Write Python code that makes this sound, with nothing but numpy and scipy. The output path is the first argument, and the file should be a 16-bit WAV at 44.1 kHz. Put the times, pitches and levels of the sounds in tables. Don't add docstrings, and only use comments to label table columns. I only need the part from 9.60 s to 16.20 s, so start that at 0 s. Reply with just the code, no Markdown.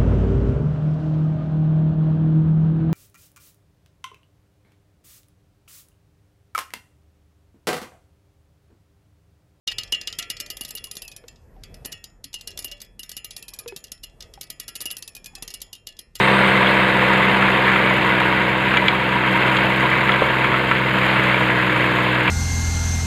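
import sys
import numpy as np
from scipy import signal
from scipy.io import wavfile
from scipy.ndimage import uniform_filter1d

SR = 44100
rng = np.random.default_rng(int(sys.argv[2]) if len(sys.argv) > 2 else 0)


def write(x):
    x = np.atleast_2d(x).T
    wavfile.write(sys.argv[1], SR, np.round(np.clip(x, -1, 1) * 32767).astype(np.int16))


N = 291060
TIME_S = np.arange(N) / SR
AGE_S = np.arange(3 * SR // 10) / SR


def linkage(build_s=0.004, snap=0.37, snap_t60_s=0.022, touch_s=0.00043, small_count=72,
            small_scatter_db=11, clear_scatter_db=5, sag=0.145):
    # (low [Hz], high [Hz], centre [Hz], width [Hz],
    # crack t60 [s], small parts [dB], their base t60 [s], clear modes [dB], trim [dB])
    registers = [(3064, 8500, 5170, 3700, 0.025, -3, 0.057, -9.5, 0.7),
                 (128, 1200, 190, 247, 0.031, -14.5, 0.4, -18.5, -1.5),
                 (1100, 2700, 2170, 830, .03, -3.5, 0.37, 0.5, 0.5),
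                 (2755, 3050, 2860, 130, 0.055, -4.5, .15, 10, -1),
                 (8915, 13600, 11060, 2400, 0.028, -0.5, .052, -12, -0.5)]
    # (frequency [Hz], relative level [dB], t60 [s])
    frame_modes = [(656, 0, 0.38), (1366, -12.5, 0.56), (1742, -10, 0.73), (2265, -6.5, 0.4),
                   (2426, -5, 0.36), (2600, -3, 0.47), (3160, -1, 0.3), (3370, -2, 0.43),
                   (4140, -3.5, 0.22), (4300, 2, 0.056), (4340, 3, 0.12), (5030, 6, 0.21),
                   (5350, 5.5, 0.25), (6000, 0, 0.081), (6980, 2, 0.3), (7170, 8, 0.1), (7300, -5, .1),
                   (8640, -7, .3), (10250, 2.5, 0.1), (10940, 2.5, 0.19), (10800, -2.5, .1),
                   (11200, -3.5, .07), (13100, -4, .08)]
    # (frequency [Hz], relative level [dB], t60 [s])
    blade_modes = [(1254, -4, 0.23), (1913, -1, 0.29), (1945, 0.5, 0.28), (2034, -1, .26),
                   (2784, -15, 0.34), (2845, -4.5, 0.12), (2872.5, 3.5, 0.077), (2973, -13, 0.14),
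                   (3510, 10.5, .07)]
    out = np.zeros(N)
    hits = impacts()
    contacts = [contact(chatter) for *_, chatter in hits]
    clocks_s = [np.cumsum(1 - sag * blade_depth(s + AGE_S)) / SR for s, *_ in hits]
    swell = 1 - np.exp(-AGE_S / build_s)
    for r, register in enumerate(registers):
        low_hz, high_hz, centre_hz, width_hz = register[:4]
        crack_t60_s, small_db, small_t60_s, clear_db, trim_db = register[4:]
        frame = np.array([mode for mode in frame_modes if low_hz <= mode[0] < high_hz]).reshape(-1, 3)
        blade = np.array([mode for mode in blade_modes if low_hz <= mode[0] < high_hz]).reshape(-1, 3)
        frame_ring = modes(*frame.T, AGE_S)
        small_hz = low_hz + (high_hz - low_hz) * jittered(small_count)
        hump_db = -10 * np.log10(1 + (2 * (small_hz - centre_hz) / width_hz) ** 2)
        decays_s = small_t60_s * 2 ** rng.uniform(-2.1, 0.79, small_count)
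        small_ring = modes(small_hz, hump_db, decays_s, AGE_S)
        grit = resonate(noise(low_hz, high_hz), centre_hz, width_hz)
        crack_decay = (fade(crack_t60_s) + snap * fade(snap_t60_s))[0]
        crack_power = (crack_decay * (1 - np.exp(-AGE_S / touch_s))) ** 2
        ring_rise = 1 - np.exp(-AGE_S * low_hz)
        for (s, clink_db, *colour_db, _), blows, clock_s in zip(hits, contacts, clocks_s):
            power, fed = np.zeros((2, len(AGE_S)))
            for lag_s, size in blows:
                add(power, lag_s, size ** 2 * crack_power)
                fed[int(lag_s * SR):] += size ** 2
            start = rng.integers(N - len(AGE_S))
            crack = np.sqrt(power) * grit[start:start + len(AGE_S)]
            small = strike(small_ring, small_scatter_db)
            clear = strike(frame_ring, clear_scatter_db)
            clear = clear + swell * strike(modes(*blade.T, clock_s), clear_scatter_db / 2)
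            ring = at_level(small, small_db) + at_level(clear, clear_db)
            knock = at_level(crack, 0) + ring * np.sqrt(fed / fed[-1]) * ring_rise
            if r == 0:
                knock = soften(knock, sparkle_db=colour_db[-1])
            add(out, s, at_level(knock, clink_db + [0, *colour_db][r] + trim_db))
    return out


def impacts(base_thud_db=-15, thud_per_hardness=0.35, lurch_half_s=0.045,
            click_clang_db=-13, click_chatter=0.11):
    # (time [s], clink [dB], hardness = sparkle [dB re clink],
    # blade clang [dB re clink], chatter = rebound scale [1])
    knocks = [(.0748, -25.5, -18, 0.5, -0.5), (.1832, -27.5, -12.5, -2, -0.2),
              (.3223, -27, -8.5, 6.5, -0.5), (.4728, -29, -13.5, -1.5, 0.2), (.5867, -29, -3.5, -2.5, 0.6),
              (.7001, -30.5, -1.5, -0.5, 0.3), (.8001, -32, -2.5, -4.5, 0.8), (.9014, -34.5, -1.5, -3, .8),
              (1.009, -38.5, 6, 4.5, .5), (1.08, -47, 4, -2, 2), (1.151, -43.5, 10.5, 6, 0),
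              (1.1712, -38.5, -33, -4, 2.5), (1.2402, -39.5, 3, -1, 0.5), (1.419, -40.5, 0.5, -4.5, 0.5),
              (1.444, -58.5, 7, 12.5, -4), (1.4784, -43, -3.5, -8, 0), (1.515, -47, -7, -2, 1.1),
              (1.6812, -44.5, -9.5, -7, 0), (2.257, -42.5, 8.5, -2, 0), (2.3183, -37, -4, -4, 4),
              (2.7406, -36, -4, 2, .5), (2.8733, -35.5, -1.5, -7.5, 0.3), (3.0442, -38.5, 7, 2, 0.3),
              (3.1137, -40, -7.5, 3, 0.8), (3.393, -44.5, 4.5, 7, 0.6), (3.5155, -40.5, -3, -6.5, 0),
              (3.5664, -38, 2.5, -1, 1), (3.6444, -40, 3.5, -2, 0), (3.8247, -45, -0.5, -0.5, 0.1),
              (3.8811, -42, -0.5, -9, -1), (3.9357, -43, .5, -12, -0.5), (3.9881, -40, 5, -6.5, .5),
              (4.0775, -39, -3.5, -4.5, 1.1), (4.24, -42.5, -3.5, -6, -0.7), (4.4325, -40.5, -1, 1, -3.5),
              (5.0797, -38, 0.5, -7, 1), (5.1532, -37, 1.5, -2.5, 1.8), (5.2117, -38.5, 7, -4, 1),
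              (5.2553, -35.5, 4, 4.5, .6), (5.3033, -36, -24, 0, 1), (5.3117, -43.5, 11.5, -3, 0.8),
              (5.4766, -41.5, 0, -7, 0), (5.55, -44.5, 1.5, -7, .5), (5.5648, -48, 2, 2.5, -0.2),
              (5.6587, -41.5, -1, -2.5, -0.5), (5.8234, -37.5, 1.5, -9, 1), (5.903, -42.5, -5, -4, 0.7),
              (5.9388, -37.5, 0.5, -5, -1), (6.1291, -40.5, -3, -0.5, -0.3), (6.2693, -37.5, -3.5, -6.5, 0),
              (6.288, -49.5, -6, -0.5, .1), (6.5529, -39, -2.5, -7.5, 0.6)]
    # (time [s], clink [dB], hardness [dB re clink])
    clicks = [(.2334, -38.5, -11), (.276, -53, -32), (0.3452, -36, -30), (0.4123, -36.5, -14),
              (0.526, -36, -17), (.625, -36.5, -17), (0.7672, -41, -17), (.861, -43.5, -9.5),
              (0.9688, -40.5, 0), (1.0487, -38, -2.5), (1.1062, -39, 0), (1.3121, -37.5, -1.5),
              (1.3528, -47.5, 2), (1.3675, -37, -7), (1.5633, -45, 1), (1.758, -60.5, -22),
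              (2.035, -44.5, -8), (2.1419, -50, -3), (2.2486, -39, -5), (2.4405, -41, -4.5),
              (2.6409, -38.5, -3), (2.7299, -46, -10), (2.81, -43.5, -7.5), (2.9136, -49, -15),
              (2.974, -37, -4), (2.9894, -37, 2.5), (3.0228, -48, -2), (3.0792, -49, -12),
              (3.2025, -47.5, -10), (3.2158, -42, 0), (3.4312, -41.5, -3.5), (3.4925, -41.5, 1.5),
              (3.707, -40.5, -9), (3.7643, -38, -3), (3.778, -49, -1), (4.1621, -39, -1.5),
              (4.172, -49, -4), (4.281, -58, -12), (4.3178, -37, -1.5), (4.6055, -41.5, -13),
              (4.6233, -43, -12), (4.737, -47, -7), (4.8104, -38, 0.5), (4.83, -46, -4), (4.901, -37.5, 2),
              (4.9985, -36.5, 1), (5.2044, -37.5, -3), (5.367, -39, -0.5), (5.3814, -53, 12),
              (5.4236, -38.5, -7), (5.643, -46, -3), (5.7516, -39.5, -5.5), (5.8775, -38.5, -5),
              (6.0032, -52, -12), (6.0167, -38, 1.5), (6.1503, -50, -4), (6.3675, -56, -15),
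              (6.39, -40.5, 0), (6.594, -47, -5)]
    # (time [s], extra thud [dB])
    lurches = [(.32, 4), (1.01, 9), (1.37, 7.5), (2.25, 12.5), (3.04, 7), (4.16, 6), (5.25, 7), (5.82, 9.5)]
    # (time [s], level [dB re clink])
    body = [(0, -14.5), (.5, -14), (.59, -10), (1.15, -14), (1.42, -18), (2.05, -9.5), (2.27, -10.5),
            (2.44, -21), (2.85, -17.5), (3.05, -13.5), (3.55, -14), (4.35, -18.5), (5.05, -11.5),
            (5.3, -12.5), (5.42, -18.5), (5.85, -14), (6.05, -22.5), (6.6, -14.5)]
    blows = list(knocks) + [(*click, click_clang_db, click_chatter) for click in clicks]
    rows = []
    for s, clink_db, hardness_db, clang_db, chatter in blows:
        lurch_db = sum(db * np.exp(-((s - at_s) / lurch_half_s) ** 2) for at_s, db in lurches)
        thud_db = base_thud_db + thud_per_hardness * hardness_db + lurch_db
        body_db = np.interp(s, *np.transpose(body))
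        rows.append((s, clink_db, thud_db, body_db, clang_db, hardness_db, chatter))
    return rows


def contact(chatter, first_s=0.0029, span_s=0.0078, settle=0.13, count=3):
    lags_s = first_s + span_s * jittered(count)
    rebounds = [(lag_s, 0.67 * chatter * rng.uniform(0.32, 1.1)) for lag_s in lags_s]
    last_touch = (rng.uniform(0.011, 0.035), settle * rng.uniform(0.19, 1.5))
    return [(0.0006, 1), *rebounds, last_touch]


def modes(hz, db, t60_s, clock_s):
    angle = (2 * np.pi * np.outer(hz, clock_s)).astype(np.float32)
    envelope = (undb(db)[:, None] * fade(t60_s)).astype(np.float32)
    return np.r_[envelope * np.cos(angle), envelope * np.sin(angle)]


def strike(ring, scatter_db):
    count = len(ring) // 2
    size = undb(scatter_db * rng.standard_normal(count))
    phase = 2 * np.pi * rng.random(count)
    return np.r_[size * np.cos(phase), size * np.sin(phase)].astype(np.float32) @ ring


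def soften(x, sparkle_db, corner_hz=8500, db_per_octave=20):
    cutoff_hz = np.clip(corner_hz * 2 ** (sparkle_db / db_per_octave), 3000, 16000)
    return signal.lfilter(*signal.butter(2, cutoff_hz, fs=SR), x)


def blade_depth(s, steepness=2.58):
    # (time at deepest [s], depth [0-1], half length [s])
    dips = [(1.575, 0.82, 0.16), (3.994, 1, .18), (5.631, 0.98, .19)]
    return sum(depth * np.exp(-np.abs((s - at_s) / half_s) ** steepness) for at_s, depth, half_s in dips)


def grazes(relative_db=-15, lead_s=0.0037, t60_s=0.046):
    envelope = np.zeros(N)
    for s, clink_db, *_ in impacts():
        add(envelope, s - lead_s * rng.uniform(0.54, 0.72), undb(clink_db + relative_db) * fade(t60_s)[0])
    brush = resonate(noise(2200, 13000), hz=3700, width_hz=5000)
    return envelope * brush / rms(brush)


def slack_pin(hz=10925, relative_db=-1, t60_s=0.12, ahead_s=0.19):
    out = np.zeros(N)
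    for s, clink_db, *_ in impacts():
        descent = blade_depth(s + ahead_s) - blade_depth(s - ahead_s)
        slack = np.sqrt(np.clip(descent, 0, 1))
        tone = np.sin(2 * np.pi * hz * (1 + 0.0024 * rng.standard_normal()) * AGE_S)
        add(out, s, slack * undb(clink_db + relative_db) * tone * fade(t60_s)[0])
    return out


def scrape(start_s=0.111, length_s=0.027, db=-35, slips_per_s=900):
    n = int(length_s * SR)
    arch = np.sin(np.pi * np.sqrt(np.arange(n) / n)) ** 2
    slips = np.zeros(len(AGE_S))
    slips[:n] = (rng.random(n) < slips_per_s / SR) * rng.uniform(0.54, 1, n) * arch
    steel = [(1950, 120), (3080, 200), (3650, 280), (4350, 220)]
    rub = sum(resonate(slips, hz, width_hz) for hz, width_hz in steel)
    out = np.zeros(N)
    add(out, start_s, undb(db) * rub / rms(rub[:n]))
    return out


def washers(offset_db=-12, spread_db=5, t60_s=0.026, count=2):
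    envelope = np.zeros(N)
    for s, clink_db, *_ in impacts():
        for when, size in rng.random((count, 2)):
            tick_db = min(clink_db, -38) + offset_db + spread_db * (2 * size - 2.5)
            add(envelope, s + 0.012 + 0.055 * when, undb(tick_db) * fade(t60_s)[0])
    rattle = resonate(noise(2200, 12000), hz=4200, width_hz=2800)
    return envelope * rattle / rms(rattle)


def plops(slap_db=-10, slap_t60_s=0.027):
    # (time [s], pitch [Hz], level [dB], t60 [s])
    pockets = [(.61, 692, -48, 0.19), (.81, 585, -48, 0.29), (1.14, 437, -45.5, 0.12),
               (1.273, 1060, -48, .06), (1.639, 476, -34, 0.048), (1.965, 760, -49.5, 0.15),
               (2.647, 276, -45, 0.14), (3.115, 577, -51, 0.47), (3.931, 1100, -47, 0.047),
               (3.999, 1224, -48.5, 0.15), (4.06, 472, -29, 0.17), (4.123, 387, -27.5, 0.075),
               (4.776, 788, -37.5, 0.056), (5.735, 810, -47, .06), (5.775, 764, -46.5, 0.12)]
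    out = np.zeros(N)
    for s, hz, db, t60_s in pockets:
        splash = resonate(noise(250, 3500, n=len(AGE_S)), 0.81 * hz, width_hz=2 * hz)
        slap = undb(slap_db) * fade(slap_t60_s)[0] * splash / rms(splash)
        add(out, s, undb(db) * (bubble(hz, t60_s, glide_per_s=0.12) + slap))
    return out


def trickle(max_db=-71, range_db=10, t60_cycles=26, count=90):
    out = np.zeros(N)
    for when, size, pitch in rng.random((count, 3)):
        hz = 330 * 4.5 ** pitch
        db = max_db - range_db * (1 - size) - 4 * pitch
        add(out, when * N / SR, undb(db) * bubble(hz, t60_cycles / hz, glide_per_s=1.6))
    return out


def bubble(hz, t60_s, glide_per_s):
    tone = np.sin(2 * np.pi * hz * AGE_S * (1 + glide_per_s * AGE_S))
    return tone * fade(t60_s)[0] * (1 - np.exp(-AGE_S * hz))


def eddy(peak_s=2.22, half_s=0.19, db=-50):
    churn = resonate(noise(30, 220), hz=53, width_hz=120)
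    return undb(db) * np.exp(-((TIME_S - peak_s) / half_s) ** 2) * churn / rms(churn)


def river(rumble_trim_db=2.5, wash_trim_db=0.04, flicker_db=2.53):
    # (time [s], rumble [dB], wash at 300-1000 Hz [dB])
    levels = [(0.25, -55, -58.5), (0.94, -55.5, -60.5), (1.59, -57.5, -61.5), (2.05, -51, -60),
              (2.2, -50.5, -55), (2.42, -61, -64.5), (2.69, -56.5, -67.5), (2.96, -55, -59),
              (3.47, -59, -68.5), (4.09, -56.5, -59.5), (4.41, -57.5, -67.5), (4.64, -50.5, -58.5),
              (4.95, -60, -62.5), (5.24, -54, -60), (5.5, -58, -65), (5.89, -56.5, -59.5),
              (6.19, -60, -67.5), (6.6, -59.5, -68)]
    # (frequency [Hz], relative density [dB])
    spectrum = [(20, -13.5), (38, 4), (55, -7.5), (80, -6), (130, -6.5), (250, -17), (480, -10.5),
                (800, -22), (1300, -28), (3000, -39.5), (8000, -41), (13000, -43)]
    times_s, *columns_db = np.transpose(levels)
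    rumble_db, wash_db = (np.interp(TIME_S, times_s, column) for column in columns_db)
    points_hz, points_db = np.transpose(spectrum)
    rumble, wash = np.zeros((2, N))
    for k in range(19):
        hz = 27 * 2 ** (k / 2)
        db = np.interp(np.log(hz), np.log(points_hz), points_db) + flicker_db * walk(rate_hz=14)
        add(rumble if hz < 250 else wash, 0, undb(db) * noise(hz / 2 ** 0.25, hz * 2 ** 0.25, order=2))
    rumble *= undb(rumble_db + rumble_trim_db) / rms(rumble)
    wash *= undb(wash_db + wash_trim_db) / rms(band(wash, 300, 1000))
    return rumble + wash


def undb(db):
    return 10 ** (np.asarray(db) / 20)


def rms(x):
    return np.sqrt(np.mean(x ** 2)) + 1e-12


def at_level(x, db):
    return x * undb(db) / rms(x[:int(0.015 * SR)])


def fade(t60_s):
    return np.exp(-np.log(1000) * AGE_S / np.reshape(t60_s, (-1, 1)))


def band(x, low_hz, high_hz, order=3):
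    return signal.sosfilt(signal.butter(order, [low_hz, high_hz], "band", fs=SR, output="sos"), x)


def noise(low_hz, high_hz, order=3, n=N):
    return band(rng.standard_normal(n), low_hz, high_hz, order)


def resonate(x, hz, width_hz):
    return signal.lfilter(*signal.iirpeak(hz, max(hz / width_hz, 0.3), fs=SR), x)


def jittered(count):
    return (np.arange(count) + rng.random(count)) / count


def walk(rate_hz):
    hold = int(SR / rate_hz)
    steps = np.repeat(rng.standard_normal(N // hold + 1), hold)
    return 1.5 * uniform_filter1d(uniform_filter1d(steps, hold), hold)[:N]


def add(out, s, x):
    i = max(int(s * SR), 0)
    out[i:i + len(x)] += x[:max(len(out) - i, 0)]


def scene():
    wheel = linkage() + grazes() + slack_pin() + scrape() + washers()
    water = plops() + trickle() + eddy() + river()
    return (wheel + water)[None]


def record(dry, start_s=0.069, rise_s=0.002, top_hz=13500):
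    gate = np.clip((TIME_S - start_s) / rise_s, 0, 1)
    return signal.sosfilt(signal.ellip(10, 0.2, 60, top_hz, fs=SR, output="sos"), dry * gate)


dry = scene()
out = record(dry)
write(out)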